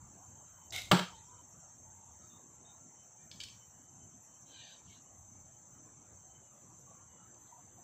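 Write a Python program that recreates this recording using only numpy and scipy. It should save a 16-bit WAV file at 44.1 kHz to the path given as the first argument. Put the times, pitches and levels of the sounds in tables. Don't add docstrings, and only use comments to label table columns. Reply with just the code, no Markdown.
import sys
import numpy as np
from scipy import signal
from scipy.fft import rfft, irfft, next_fast_len
from scipy.io import wavfile
from scipy.ndimage import uniform_filter1d, map_coordinates

SR = 44100
rng = np.random.default_rng(int(sys.argv[2]) if len(sys.argv) > 2 else 0)


def ratio_of_db(decibels):
    return 10 ** (np.asarray(decibels, float) / 20)


def wav_record(signal):
    frames = np.transpose(np.atleast_2d(signal))
    bounded = np.clip(frames, -1, 1)
    quanta = np.round(bounded * 32767).astype(np.int16)
    wavfile.write(sys.argv[1], SR, quanta)


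N = 345303
T = np.arange(N) / SR

# time_s, level_db
ROAD = [
    (0, -68.5),
    (1.3, -69.5),
    (2.5, -70.5),
    (5, -71),
    (7.83, -69),
]
# freq_hz, level_db
TRAFFIC_TONE = [(15, -53.5), (25, -28.5), (37, -23), (103, -4), (169, -8), (254, -12.5), (340, -14.5),
                (425, -20.5), (854, -13), (2630, -32.5), (3010, -32.5), (3290, -34), (5400, -42),
                (7020, -75), (11900, -120)]
# start_s, length_s, pitch_hz, level_db
DRONES = [(3.18, .13, 2350, -81.5), (3.2, .07, 1800, -77), (1.1, .15, 880, -63), (1.26, .16, 970, -65),
          (1.85, .32, 880, -69.5), (7.51, .11, 950, -64), (7.55, .07, 720, -67), (7.76, .05, 720, -66),
          (6.86, .12, 1120, -69), (7.2, .08, 1270, -70), (.15, .12, 700, -69), (2.2, .08, 1280, -72),
          (6.23, .09, 720, -70)]
# freq_hz, level_db
CICADA_TONE = [(5300, -60.5), (5950, -33.5), (6080, -24), (6150, -4), (6420, -6), (6520, -14.5),
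               (6700, -12), (7050, -0.5), (7500, -0.5), (7800, -5), (8200, -16), (8500, -28), (9000, -43.5),
               (12000, -81.5)]
# freq_hz, level_db
CICADA_TOP_TONE = [(5290, -57.5), (9000, -28.5), (9900, -31), (10800, -20), (12000, -15), (13200, -18),
                   (13700, -14.5), (14000, -3), (14600, -0.5), (15000, -0.5), (15500, -1)]
# peak_s, level_db
PUFFS = [(.03, -57), (.28, -63.5), (.53, -66), (.76, -55), (.86, -56), (1.15, -61), (1.35, -62),
         (1.67, -70), (1.87, -61), (2.13, -61.5), (2.75, -74), (3.43, -61.5), (4.6, -78), (5.21, -59),
         (5.41, -62), (5.77, -69), (6.14, -63), (6.33, -64), (6.82, -72), (7.05, -68.5), (7.38, -69),
         (7.82, -70)]
# freq_hz, level_db
BREEZE_TONE = [(15, -30), (35, -12.5), (90, 2.0), (130, -6), (220, -44.5), (500, -110)]
# (start_s, end_s, first_hz, last_hz, level_db)
SINGERS = [
    (11.6, 2.5, [(0, 1.2, 5678, 5688, -79), (1.2, 6.05, 5688, 5698, -77), (6.05, 7.1, 5695, 5698, -82), (7.1, 7.83, 5712, 5705, -89)]),
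    (15.5, 7, [(2.85, 6.88, 5915, 6045, -80), (6.88, 7.83, 5965, 6010, -73), (4.4, 7.83, 6060, 6110, -85)]),
    (13, 5, [(0, 2, 6176, 6182, -73), (2, 6.3, 6192, 6190, -70), (6.3, 7.83, 6190, 6203, -75)]),
    (-13, 6, [(0, 4.5, 6368, 6356, -68.5), (4.5, 7.83, 6366, 6366, -71.5)]),
]
# start_s, length_s, first_hz, level_db
PHRASES = [(1.0, 1.57, 11600, -88), (3.75, 1.57, 11600, -88), (6.4, 1.57, 11590, -90),
           (.17, .55, 11940, -85), (3.22, .55, 11940, -85.5), (7.37, .55, 11920, -83),
           (.2, 1.9, 12140, -94), (2.45, .55, 12100, -99), (3.2, 1.4, 12150, -98), (5.35, 1.2, 12070, -97),
           (6.3, .55, 11710, -92), (.2, .4, 12120, -92), (3.22, .5, 12210, -91), (7.4, .5, 12150, -92)]
# start_s, length_s, pitch_hz, level_db
DEEP_CRICKET = [(0.337, 0.25, 3045, -85), (0.541, 0.16, 3045, -77.5), (1.31, 0.13, 3050, -77.5),
                (1.822, 0.29, 3055, -92), (2.636, .1, 3045, -82.5), (2.941, 0.14, 3050, -80),
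                (3.58, 0.095, 3040, -77), (3.72, 0.28, 3030, -88), (3.662, 0.19, 2920, -86),
                (3.983, 0.086, 3045, -78.5), (4.1, 0.062, 3060, -82.5), (4.267, 0.12, 3050, -79),
                (5.03, 0.084, 2950, -84), (5.523, 0.065, 3040, -85), (5.706, 0.1, 3030, -81),
                (6.282, 0.14, 3050, -77), (6.358, 0.19, 2940, -88), (7.034, 0.28, 2915, -80.5),
                (7.652, .15, 3050, -89)]
# start_s, pitch_hz, level_db, width_hz,
# t60_s
CHIPS = [(.13, 2600, -78, 200, .25), (.14, 4300, -84, 200, .2), (.46, 3900, -82, 80, .3),
         (.63, 3500, -82, 200, .2), (2.21, 3750, -80, 120, .6), (2.225, 4650, -79, 120, .3),
         (2.25, 5400, -80, 700, .2), (2.265, 2300, -77, 400, .15), (2.3, 2850, -80, 100, .4),
         (6.695, 4500, -84, 100, .2), (7.465, 3900, -75, 900, .2), (4.43, 300, -66, 60, .4),
         (.2, 12700, -89, 1500, 1.5), (3.23, 12400, -88, 800, 2.5), (7.38, 12700, -87, 1600, 2.5)]
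# start_s, length_s, first_hz, level_db
CHIRPS = [
    (2.295, .095, 3600, -71),
    (2.37, .065, 3690, -83),
    (2.645, .085, 3670, -69),
    (2.71, .07, 3730, -80),
]
# start_s, peak_db
STRING = [
    (.7245, -36),
    (.7305, -33),
    (.7342, -34),
    (.7583, -29),
    (.7621, -19),
    (.819, -27),
    (.856, -36),
]
# freq_hz, level_db
STRING_TONE = [(240, -48.5), (400, -19), (738, -9.5), (914, -19.5), (1300, -20), (1450, -10), (1610, -23),
               (2150, 0.5), (2400, -9.5), (3850, -1), (4490, -10), (7550, -6), (9350, -16.5),
               (13700, -15.5), (15500, -19)]
# freq_hz, width_hz, level_db
LIMBS = [(2170, 160, 4), (3000, 300, -2), (3800, 290, 0.5)]
# freq_hz, width_hz, level_db
HISS_PEAKS = [(2170, 200, -9), (3800, 250, -5), (2950, 400, 0), (5200, 1500, -3), (650, 300, 8), (1450, 200, 5)]
# start_s, peak_db
BLOWS = [(.9136, -15.5), (.9165, -14), (.9192, -21)]
# freq_hz, level_db
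BLOW_TONE = [(180, -30), (300, -2.5), (835, -7), (1240, -2), (1670, -4.5), (1870, -13.5), (2140, -11),
             (2790, -13), (4720, -13), (6790, -22.5), (7620, -13.5), (9930, -35.5), (15500, -28)]
# freq_hz, level_db, t60_s
FACE = [(292, -11, .04), (600, 2, .045), (1200, 0, 0.04), (1610, 0, .035), (2180, -4, .03)]
# freq_hz, level_db, t60_s
BOARD = [(133.7, -2.5, 0.32), (181, 1, 0.5), (367, -9.5, 0.19), (450, -16, 0.11), (602, -10, 0.2),
         (718, -25, 0.15), (840, -14, 0.25), (949, -10, 0.32), (1083, -13, 0.26), (1225, -14, .2),
         (1328, -12, .18), (1380, -15, .2)]
# freq_hz, level_db
FOAM_TONE = [(60, -48), (130, -7.5), (300, -2), (600, -1.0), (1000, 0.5), (1600, -13), (3100, -18.0), (6000, -41.5)]
# freq_hz, t60_s
YARD = [(150, 0.18), (1000, 0.33), (3000, 0.5), (8000, 0.39), (15000, 0.32)]
# freq_hz, level_db
HEDGE_TONE = [(500, -30), (900, -7), (1700, -4.0), (3100, -2.0), (4300, -7), (5400, -15), (7000, -44)]
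# start_s, length_s, band_hz, level_db
RETURNS = [
    (1.05, 0.086, 1250, -58),
    (0.98, 0.077, 1650, -66),
    (1.08, 0.12, 3120, -66.5),
    (1, 0.085, 2120, -66),
    (1.15, 0.061, 3700, -71),
    (1.16, .05, 4100, -73),
    (1.22, .08, 3200, -78.5),
    (1.1, 0.066, 5500, -74),
    (1.25, 0.085, 5200, -83),
    (1.6, .07, 1300, -71.5),
]
# start_s, peak_db
WAGS = [(1.235, -70), (1.295, -71), (1.335, -71), (1.38, -72)]
# start_s, peak_db, rise_s, ring_db
CLACKS = [
    (3.313, -38.5, 0.0022, 2.5),
    (3.401, -37, 0.0023, 6),
    (3.4043, -37, 0.00071, 0),
    (3.411, -36.5, 0.0028, 5),
    (3.4358, -30.5, 0.00028, -7.5),
    (3.485, -43, .0007, -14),
    (7.345, -60, 0.0028, -4),
]
# freq_hz, level_db
SHAFT_TONE = [(820, -51), (1400, -19), (1580, -15), (2280, -24), (2540, 0.5), (3250, -4), (4610, -5.5),
              (5040, -5), (5240, -5), (7560, -3.5), (9790, -24), (10800, -34), (15000, -23)]
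# freq_hz, level_db, t60_s
SHAFT = [(1690, -17.5, 0.059), (2306, -8.5, 0.066), (3058, -0.5, 0.042), (3286, 1.5, 0.02),
         (3740, -7, 0.087), (4200, -11, 0.025), (4650, 0, 0.036), (5180, -2.5, 0.034), (7260, -9, .015)]
# freq_hz, width_hz, level_db
SHAFT_TAIL = [(1740, 100, -4), (2295, 90, 2.5), (3120, 200, -2), (3440, 120, -0.5), (4220, 200, -1),
              (4560, 150, -4), (5360, 120, 0)]
# start_s, length_s, level_db
STROKES = [
    (4.433, 0.41, -60),
    (4.8, 0.24, -69),
]
# freq_hz, level_db
RUB_TONE = [(1200, -49), (1600, -5), (2100, -19), (3000, -7), (3800, -5.5), (4600, -6), (5400, -17), (7000, -45)]
# freq_hz, width_hz, level_db
SLIDE_BODY = [(2530, 200, -2), (2900, 330, -2), (3930, 380, 0)]
# start_s, length_s, first_hz, level_db re slide
SQUEALS = [(4.46, .16, 4080, -2), (4.45, .12, 3170, -3), (4.56, .22, 3800, -5), (4.58, .07, 2900, -4),
           (4.7, .1, 3100, -5), (4.53, .19, 2450, -10), (4.51, .11, 1640, -9), (4.6, .09, 1850, -11),
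           (4.69, .05, 1600, -9), (4.78, .05, 2400, -4), (4.87, .09, 3190, -3), (4.89, .07, 2250, -4),
           (4.95, .07, 2920, -2)]

RUMBLE_DB, CICADA_DB, TIRING_DB_PER_S = 5.0, -61, 0.27
DRONE_RISE_HZ, DRONE_WIDTH_HZ = 20, 110
PUFF_FADE_DB_PER_S = 109
WARM_HZ, PHRASE_WIDTH_HZ = 165, 24
STUTTER_HZ, STUTTER_DB = 3050, -95
LOOSE_S, PASS_S, LAND_S = .722, .766, .912
PASS_DB, COMING_DB_PER_S, GOING_DB_PER_S = -40.5, 149.5, 170.5
BOARD_S, DAMPED_S, ECHO_DELAY_S = .9165, .052, .077
STROKE_PEAK = 0.53
SQUEAL_SAG_HZ, SQUEAL_WIDTH_HZ = 58.8, 131
TOP_HZ = 15550


def unit(x):
    return x / np.sqrt(np.mean(x ** 2) + 1e-20)


def add(out, s, x):
    part = out[round(s * SR):][:len(x)]
    part += x[:len(part)]


def along(points, hz):
    f, v = np.transpose(points)
    return np.interp(np.log(hz + 1), np.log(f + 1), v)


def during(start, end, t=T):
    return np.clip(np.minimum(t - start, end - t) * 100, 0, 1)


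def swell(t, length, peak):
    u = np.clip(t / length, 0, 1)
    return np.sin(np.pi / 2 * np.minimum(u / peak, (1 - u) / (1 - peak))) ** 2


def wobble(rate, size=N):
    at = np.arange(0, size + SR / rate, max(1, SR / rate / 16))
    knots = rng.standard_normal(int(size * rate / SR) + 5)
    return np.interp(np.arange(size), at, map_coordinates(knots, [at * rate / SR]))


def filtered(x, response):
    m = next_fast_len(len(x) + 8192)
    return irfft(rfft(x, m) * response(np.fft.rfftfreq(m, 1 / SR)), m)[:len(x)]


def resonant(peaks, f):
    return sum((-1) ** k * ratio_of_db(db) * 1j * f * w / (c * c - f * f + 1j * f * w)
               for k, (c, w, db) in enumerate(peaks))


def patches(shape):
    return uniform_filter1d(rng.standard_normal(shape), 3, 0)


def rush(spectrum, patchy_db=0, peaks=(), peak_db=0):
    z = signal.stft(rng.standard_normal(N + 512), nperseg=512)[2]
    field = unit(uniform_filter1d(patches(z.shape), 12, 1))
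    x = signal.istft(z * ratio_of_db(patchy_db * field), nperseg=512)[1][:N]

    def response(f):
        lift = 1 + sum(ratio_of_db(db + peak_db) / np.sqrt(1 + (2 * (f - c) / w) ** 2) for c, w, db in peaks)
        return ratio_of_db(along(spectrum, f)) * lift
    return unit(filtered(x, response))


def whirr(hz, width_hz):
    turn = 2 * np.pi * np.cumsum(hz) / SR
    return unit(wobble(width_hz, len(hz)) * np.sin(turn) + wobble(width_hz, len(hz)) * np.cos(turn))


def phrases(rows, glide_hz, width_hz):
    out = np.zeros(N)
    for s, length, hz, db in rows:
        t = T[:round(length * SR)]
        add(out, s, ratio_of_db(db) * during(0, length, t) * whirr(hz + glide_hz * np.sqrt(t / length), width_hz))
    return out


def bursts(events, t60, rise):
    out, t = np.zeros(N), T[:round(1.5 * t60 * SR)]
    for s, db in events:
        add(out, s, ratio_of_db(db - 60 * t / t60) * np.clip(t / rise, 0, 1))
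    return out


def click(s, spectrum):
    x = filtered(1. * (np.arange(N) == round(s * SR)), lambda f: ratio_of_db(along(spectrum, f)))
    return x / np.linalg.norm(x)


def yard(x, wet_db):
    hz, t, z = signal.stft(rng.standard_normal(SR // 2), SR, nperseg=256)
    ragged = unit(uniform_filter1d(patches(z.shape), 9, 1))
    reach = 1 / (1 + (t / .15) ** 8) + ratio_of_db(-15 + 5.5 * ragged)
    decay = ratio_of_db(-60 * t / along(YARD, hz)[:, None])
    tail = signal.istft(z * reach * decay, SR, nperseg=256)[1]
    return ratio_of_db(wet_db) * signal.fftconvolve(np.pad(x, (200, 0)), tail / np.linalg.norm(tail))[:N]


def far_hums(count, db):
    out, t = np.zeros(N + SR), np.arange(SR // 6) / SR
    for place, pitch, size in rng.random((count, 3)):
        tone = np.sin(2 * np.pi * 280 * 5 ** pitch * t)
        out[int(place * N):][:len(t)] += ratio_of_db(db + 6 * size) * np.hanning(len(t)) * tone
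    return out[:N]


def traffic():
    road_db = np.interp(T, *np.transpose(ROAD))
    road = rush(TRAFFIC_TONE, patchy_db=3.5)
    low = filtered(road, lambda f: 1 / (1 + (f / 380) ** 4))
    low_db = np.mean(road_db) + RUMBLE_DB + 1.2 * wobble(3.8)
    motors = far_hums(count=130, db=-80.5) + phrases(DRONES, DRONE_RISE_HZ, DRONE_WIDTH_HZ)
    return ratio_of_db(low_db) * unit(low) + ratio_of_db(road_db) * unit(road - low) + motors


def cicadas():
    level_db = CICADA_DB - TIRING_DB_PER_S * T + 0.27 * wobble(2.6)
    chorus = ratio_of_db(level_db) * rush(CICADA_TONE, patchy_db=1.0)
    top_db = level_db - 17.5 + 2.8 * wobble(25) + 1.2 * wobble(5.9)
    return chorus + ratio_of_db(top_db) * rush(CICADA_TOP_TONE, patchy_db=2.0)


def breeze():
    lumps = rush(BREEZE_TONE, patchy_db=0.6)
    lumps = unit(lumps / (uniform_filter1d(np.abs(lumps), SR // 30) + .15))
    puff_db = np.max([db - PUFF_FADE_DB_PER_S * np.abs(T - s) for s, db in PUFFS], axis=0)
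    return ratio_of_db(puff_db + 1.5) * lumps


def song(hz, share, beat_hz, wander_hz):
    n = len(hz)

    def tone(step):
        return np.sin(2 * np.pi * np.cumsum(hz + step * beat_hz + wander_hz * wobble(12, n)) / SR)
    first = .55 * wobble(2.5, n) * tone(1)
    second = share * ratio_of_db(2.5 * wobble(3, n)) * tone(2)
    return (tone(0) + first + second) * np.sqrt(2)


def steady_crickets():
    out = ratio_of_db(-71.5) * whirr(6310 + 0 * T, 90)
    for beat_hz, wander_hz, spells in SINGERS:
        for start, end, first_hz, last_hz, db in spells:
            t = T[:round((end - start) * SR) + SR // 20]
            voice = song(np.linspace(first_hz, last_hz, len(t)), .5, beat_hz, wander_hz)
            edges = during(0, t[-1] / 5, t / 5)
            add(out, start, ratio_of_db(db + 2.5 * wobble(5, len(t))) * edges * voice)
    return out


def high_singers():
    return ratio_of_db(2.1 * wobble(6.9)) * phrases(PHRASES, WARM_HZ, PHRASE_WIDTH_HZ)


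def deep_cricket():
    out = ratio_of_db(STUTTER_DB + 3.5 * wobble(7.2)) * whirr(STUTTER_HZ + 0 * T, 60)
    for s, length, hz, db in DEEP_CRICKET:
        t = T[:round(length * SR)]
        voice = 0.71 * song(hz + 0 * t, 0.55, 6.8, 12.0) + 0.74 * whirr(hz + 0 * t, 70.3)
        add(out, s, ratio_of_db(db) * np.sqrt(swell(t, length, peak=0.62)) * voice)
    return out


def chips_and_chirps():
    out = phrases(CHIRPS, 91, 260)
    for s, hz, db, width_hz, t60 in CHIPS:
        t = T[:round(t60 * SR)]
        add(out, s, ratio_of_db(db - 60 * t / t60) * np.clip(45 * t / t60, 0, 1) * whirr(hz + 0 * t, width_hz))
    return out


def bow_release():
    fingers = bursts([(.7056, -42)], .025, .0005) * whirr(5900 + 0 * T, 3600)
    slaps = ratio_of_db(-3.5) * bursts(STRING, t60=0.0098, rise=0.00032) * rush(STRING_TONE)
    slaps = filtered(slaps, lambda f: 1 / (1 + (1700 / (f + 1)) ** 6))
    slaps = ratio_of_db(-5.5) * slaps + filtered(slaps, lambda f: resonant(LIMBS, f))
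    return fingers + slaps + yard(slaps, wet_db=-5.0)


def arrow_pass():
    near_db = PASS_DB - np.maximum(COMING_DB_PER_S * (PASS_S - T), GOING_DB_PER_S * (T - PASS_S))
    flying = (T > LOOSE_S + .001) * during(0, LAND_S)
    return ratio_of_db(near_db + 1.5 * wobble(90)) * flying * rush(STRING_TONE, 1.2, HISS_PEAKS)


def point_crack():
    crack = ratio_of_db(-2) * bursts(BLOWS, t60=.022, rise=.0002) * rush(BLOW_TONE, peaks=[(3330, 520, -3)])
    t = T[:4000]
    ring = sum(ratio_of_db(level - 60 * t / t60) * np.sin(2 * np.pi * hz * t) for hz, level, t60 in FACE)
    for s, db in BLOWS:
        add(crack, s, ratio_of_db(db - 7) * ring)
    paper_snap = np.sin(2 * np.pi * 3170 * T + wobble(150))
    return crack + bursts([(.9138, -19)], t60=0.036, rise=0.00045) * paper_snap


def board_boom():
    t, boom = T[:SR // 2], np.zeros(N)
    modes = 0
    for hz, db, t60 in BOARD:
        phase = 2 * np.pi * hz * t + min(hz / 900, .8) * wobble(50, len(t))
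        modes = modes + ratio_of_db(db - 60 * t / t60) * np.sin(phase)
    damping = 0.055 + 1 / (1 + (t / DAMPED_S) ** 8)
    add(boom, BOARD_S, ratio_of_db(-19.5) * (1 - np.exp(-t / 0.0055)) * damping * modes)
    return boom


def near_walls():
    walls = yard(click(.916, BLOW_TONE) + ratio_of_db(-11.0) * click(0.965, BLOW_TONE), wet_db=2.5)
    return walls + ratio_of_db(0.1) * filtered(walls, lambda f: 1 / (1 + ((f - 3150) / 200) ** 2))


def house_echo(crack, boom):
    body = filtered(boom, lambda f: 1 / (1 + (155 / (f + 1)) ** 8))
    return np.roll(ratio_of_db(-16) * crack + ratio_of_db(-13) * body, round(ECHO_DELAY_S * SR))


def far_gardens():
    far = bursts([(1.06, -63)], t60=0.6, rise=0.054) * rush(HEDGE_TONE, patchy_db=9)
    t = T[:SR // 2]
    for s, length, hz, db in RETURNS:
        add(far, s - .02, ratio_of_db(db) * swell(t, length + .05, peak=.35) * whirr(hz + 0 * t, 300))
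    return far


def strike():
    crack, boom = point_crack(), board_boom()
    shudder = bursts([(.915, -24)], t60=0.23, rise=.004) * rush(FOAM_TONE, patchy_db=1.0)
    answers = near_walls() + house_echo(crack, boom) + far_gardens() + yard(boom, wet_db=-14.5)
    wag = bursts(WAGS, .06, .006) * whirr(3700 + 0 * T, 500)
    return crack + boom + shudder + answers + wag


def shaft_clacks():
    clacks, grit, t = np.zeros(N), rush(SHAFT_TONE), T[:SR // 5]
    for s, db, rise, ring_db in CLACKS:
        ring = 0
        for hz, level, t60 in SHAFT:
            mode_db = level + rng.normal(0, 2.0) - 60 * t / t60
            mode_hz = hz * (1 + rng.normal(0, 0.016))
            ring = ring + ratio_of_db(mode_db) * np.sin(2 * np.pi * mode_hz * t + 1.3 * wobble(150, len(t)))
        crack = 1.8 * ratio_of_db(-60 * t / 0.023) * grit[round(s * SR):][:len(t)]
        add(clacks, s, ratio_of_db(db - 11.5) * np.clip(t / rise, 0, 1) * (ratio_of_db(ring_db) * ring + crack))
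    tail = filtered(yard(clacks, wet_db=-2.5),
                    lambda f: .33 + .5 * (f > 8000) + np.abs(resonant(SHAFT_TAIL, f)))
    return clacks + tail


def shaft_slide():
    rub = 1.01 * ratio_of_db(0.71 * wobble(60)) * rush(RUB_TONE, patchy_db=3.2, peaks=SLIDE_BODY, peak_db=11)
    rub += phrases(SQUEALS, -SQUEAL_SAG_HZ, SQUEAL_WIDTH_HZ)
    speed = sum(ratio_of_db(db) * swell(T - s, length, STROKE_PEAK) ** 0.8 for s, length, db in STROKES)
    return speed * rub


def scene():
    garden = traffic() + cicadas() + breeze()
    garden += steady_crickets() + high_singers() + deep_cricket() + chips_and_chirps()
    archery = bow_release() + arrow_pass() + strike() + shaft_clacks() + shaft_slide()
    return (garden + archery)[None]


def top_cut(x):
    return signal.sosfilt(signal.butter(12, 16670, fs=SR, output="sos"), x)


def record(dry):
    mic = lambda f: (f / 45) ** 2 / (1 + (f / 45) ** 2) * np.where(f < TOP_HZ, 1, ratio_of_db(-32.5))
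    x = filtered(dry[0], mic)
    x = x / (1 + np.abs(x / .42) ** 4) ** .25
    return top_cut(x[None])


dry = scene()
out = record(dry)
wav_record(out)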